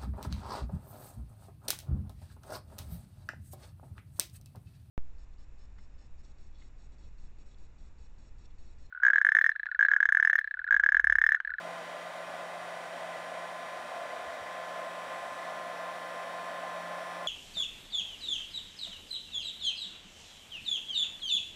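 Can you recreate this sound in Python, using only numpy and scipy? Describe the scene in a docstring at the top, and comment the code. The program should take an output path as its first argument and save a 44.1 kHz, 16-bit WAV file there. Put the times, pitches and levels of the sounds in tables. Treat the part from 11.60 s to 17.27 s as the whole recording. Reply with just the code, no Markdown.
"""At a workbench, one close microphone on an electric heat gun that blows hot air at a small metal part.
The fan drives an even rush of air through the barrel. The motor hums and whines, its brushes sizzle,
and it creeps up in speed as it warms. Midway a hand turns the part round and sets it down:
the rush turns slightly duller, and there are two soft double bumps on the padded bench."""
import sys
import numpy as np
from scipy import signal
from scipy.fft import rfft, irfft, next_fast_len
from scipy.io import wavfile

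SR = 44100
rng = np.random.default_rng(int(sys.argv[2]) if len(sys.argv) > 2 else 0)


def materialize(psi):
    """Save the field psi as 16-bit PCM at rate SR to the path in sys.argv[1].

    A 1-D psi becomes a single channel; in a 2-D psi each row is a channel.
    """
    bounded = np.clip(np.atleast_2d(psi).T, -1, 1)
    quanta = np.round(bounded * 32767).astype(np.int16)
    wavfile.write(sys.argv[1], SR, quanta)


N = 250129
TIME = np.arange(N) / SR
COOL_SPEED_HZ, WARM_SPEED_HZ = 171.8, 173.8   # rotor turns per second
MAINS_HZ = 60

# turbulence of the air stream, before the barrel colours it: (frequency [Hz], density [dB per Hz])
TURBULENCE = [(30, -120), (60, -100), (130, -94.5), (250, -85.5), (450, -85), (560, -76.5), (1100, -81),
              (2300, -94), (3800, -97.5), (5000, -100.2), (7500, -106.5), (8200, -110), (11000, -112.5),
              (15500, -117)]
# resonances of barrel and housing: (centre [Hz], width [Hz], lift [dB])
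BARREL_RESONANCES = [(442, 40, -4), (475, 28, 3.5), (671, 214, 11.5), (1053, 100, 6.5), (1510, 310, 8),
                     (1991, 247, 12.5), (2414, 455, 9), (3140, 470, 7.5), (3740, 930, 6), (4680, 180, 5),
                     (5700, 610, 6), (7400, 780, 7.5)]
# change in the colour of the rush as the part is turned: (frequency [Hz], change [dB])
LATE_TINT = [(900, -0.5), (1120, 1.5), (1450, -2), (1750, 0), (2100, -1), (3600, -1), (4600, -2.5),
             (5700, -0.5), (8800, -2.5), (12500, -3)]
# fan and motor tones: (order [per turn], cool level [dB], warm level [dB])
MOTOR_TONES = [(3, -61, -59), (7, -57, -55), (8, -63, -58), (9, -66, -61), (10, -57, -51.5),
               (11, -61, -59.5), (14, -73, -69), (15, -70, -67), (17, -74, -72), (20, -78, -69),
               (21, -76, -72), (22, -72, -70), (24, -80, -77), (25, -87, -71), (30, -84, -73),
               (31, -78, -76), (33, -78, -75), (34, -78, -80), (35, -78, -75), (38, -80, -84),
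               (39, -76, -77), (40, -77, -81), (44, -88, -82), (45, -76, -73), (46, -84, -84),
               (47, -83, -82), (52, -78, -87), (56, -82, -78), (64, -78, -87)]
# brief swells of the hum, and dips while the hand is at the part: (middle [s], half length [s], change [dB])
HUM_CHANGES = [(.08, .12, 5.5), (2.55, 0.39, -8.5), (3.62, .17, -5.5), (5.26, .12, 6.5), (5.64, .12, 4.5)]
# whine of the five-bar commutator: (order [per turn], cool level [dB], warm level [dB])
COMMUTATOR_TONES = [(50.3, -72, -72), (55.2, -73.5, -73), (59.8, -76.5, -74)]
# part and hand bump on the padded bench: (time [s], peak level [dB], pitch [Hz], time to fall 60 dB [s])
BENCH_BUMPS = [(2.66, -58, 74, 0.16), (2.803, -57.5, 90, 0.13), (3.62, -71, 85, .2),
               (3.705, -63, 101, 0.17)]
# sizzle of the brushes when half warm: (frequency [Hz], level per tone [dB])
BRUSH_SPECTRUM = [(10500, -91), (11500, -89.5), (12300, -90.5), (12800, -93), (14000, -93), (14800, -86),
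                  (15200, -96)]


def air_rush(turned, early_db=-0.55, late_db=0.57, flutter_db=0.36):
    """Turbulence coloured by the barrel; the rush turns slightly duller midway, as the part is turned."""
    size = next_fast_len(N)
    hz = np.fft.rfftfreq(size, 1 / SR)
    lift_db = sum(db / (1 + (2 * (hz - centre) / width) ** 2) for centre, width, db in BARREL_RESONANCES)
    white = rfft(rng.standard_normal(size)) * np.sqrt(SR / 2)
    rush = white * from_db(at_hz(TURBULENCE, hz) + lift_db)
    half_tint = from_db(at_hz(LATE_TINT, hz) / 2)
    early = irfft(rush / half_tint, size)[:N]
    late = irfft(rush * half_tint, size)[:N]
    gain_db = between(early_db, late_db, turned) + flutter_db * drift(6.3)
    return between(early, late, turned) * from_db(gain_db)


def fan_blades(angle, warmth, blades=6, cool_db=-53, warm_db=-47.5, flutter_db=1.3):
    """The blade tone grows with warmth and flutters in the turbulent intake."""
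    return tone(blades * angle, between(cool_db, warm_db, warmth) + flutter_db * drift(3.5))


def motor_tones(angle, warmth, trim_db=-0.27):
    """Fan and motor sound at multiples of the speed; short waves waver most in the moving air."""
    out = np.zeros(N)
    for order, cool_db, warm_db in MOTOR_TONES:
        waver_db = (0.73 + 0.0165 * order) * drift(2.3)
        out += tone(order * angle, between(cool_db, warm_db, warmth) + trim_db + waver_db)
    return out


def rotor_hum(angle, rotor_db=-61.5, mains_db=-80):
    """The unbalanced rotor shakes once a turn; its hum swells and dips over a faint mains hum."""
    swell_db = sum(db * np.exp(-((TIME - middle) / half_s) ** 2) for middle, half_s, db in HUM_CHANGES)
    return tone(angle, rotor_db + swell_db) + tone(2 * np.pi * 2 * MAINS_HZ * TIME, mains_db)


def commutator_whine(angle, warmth, bar_db=-1.3, uneven_db=-4.0, waver_db=1.4):
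    """Tones near high multiples of the bar rate; uneven bars give each a companion one order lower."""
    out = np.zeros(N)
    for order, cool_db, warm_db in COMMUTATOR_TONES:
        level_db = between(cool_db, warm_db, warmth)
        out += tone(order * angle, level_db + bar_db + waver_db * drift(1.7))
        out += tone((order - 1) * angle, level_db + uneven_db + waver_db * drift(1.5))
    return out


def bench_bumps(rise_s=0.014):
    """Each cushioned contact swells into one low, short ring of the bench top."""
    out = np.zeros(N)
    for start, peak_db, hz, t60 in BENCH_BUMPS:
        age = np.maximum(TIME - start, 0)
        rise = 1 - np.exp(-(age / rise_s) ** 2)
        envelope = rise * from_db(-60 * age / t60)
        out += from_db(peak_db) * envelope / envelope.max() * np.sin(2 * np.pi * hz * age)
    return out


def brush_sizzle(angle, warmth, waver_db=2.5, warm_rise_db=4.0):
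    """Faint behind the rush, the sliding brushes add high multiples of the speed, uneven in level."""
    mid_speed_hz = (COOL_SPEED_HZ + WARM_SPEED_HZ) / 2
    out = np.zeros(N)
    for order in range(62, 91):
        level_db = at_hz(BRUSH_SPECTRUM, order * mid_speed_hz) + warm_rise_db * (warmth - .5)
        out += tone(order * angle, level_db + waver_db * drift(0.38))
    return out


def rotor_angle(warmth, wander_hz=0.0698, mains_rad=0.016, rectified_rad=0.0078):
    """The shaft speeds up with warmth; rectified mains nudges it, splitting high tones into clusters."""
    speed_hz = between(COOL_SPEED_HZ, WARM_SPEED_HZ, warmth) + wander_hz * drift(1.44)
    mains = 2 * np.pi * MAINS_HZ * TIME
    nudge = mains_rad * np.sin(mains) + rectified_rad * np.cos(2 * mains)
    return 2 * np.pi * np.cumsum(speed_hz) / SR + nudge


def s_curve(middle_s=2.8, time_constant_s=.5):
    """A smooth rise from 0 to 1, steepest midway."""
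    return 1 / (1 + np.exp((middle_s - TIME) / time_constant_s))


def between(first, last, progress):
    """A quantity on its way from its first to its last value."""
    return first + progress * (last - first)


def tone(angle, level_db):
    """A sine of the given rms level, starting anywhere in its cycle."""
    return np.sqrt(2) * from_db(level_db) * np.sin(angle + rng.uniform(0, 2 * np.pi))


def drift(rate_hz):
    """A slow random wander of spread 1 that changes about rate_hz times a second."""
    hop, settle = 100, 1000   # samples per step, steps for the filter to settle
    pole = np.exp(-2 * np.pi * rate_hz * hop / SR)
    noise = rng.standard_normal(N // hop + settle + 2)
    slow = signal.lfilter([1], [1, -2 * pole, pole * pole], noise)[settle:]
    return np.interp(np.arange(N) / hop, np.arange(len(slow)), slow / slow.std())


def at_hz(points, hz):
    """A spectrum read on a log-frequency axis."""
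    corners, values = np.transpose(points)
    return np.interp(np.log(hz + 1e-9), np.log(corners), values)


def from_db(db):
    """Decibels to gain."""
    return 10 ** (np.asarray(db) / 20)


def scene():
    """The running gun and the handling of the part, at one close microphone."""
    warmth = turned = s_curve()   # the motor's warming and the turning of the part share one curve
    angle = rotor_angle(warmth)
    air = air_rush(turned)
    machine = rotor_hum(angle) + fan_blades(angle, warmth) + motor_tones(angle, warmth)
    contacts = commutator_whine(angle, warmth) + brush_sizzle(angle, warmth)
    return (air + machine + contacts + bench_bumps())[None]


def record(dry):
    """The microphone's signal is cut steeply above 15.7 kHz."""
    return signal.sosfilt(signal.ellip(12, .1, 80, 15700, fs=SR, output="sos"), dry)


dry = scene()
out = record(dry)
materialize(out)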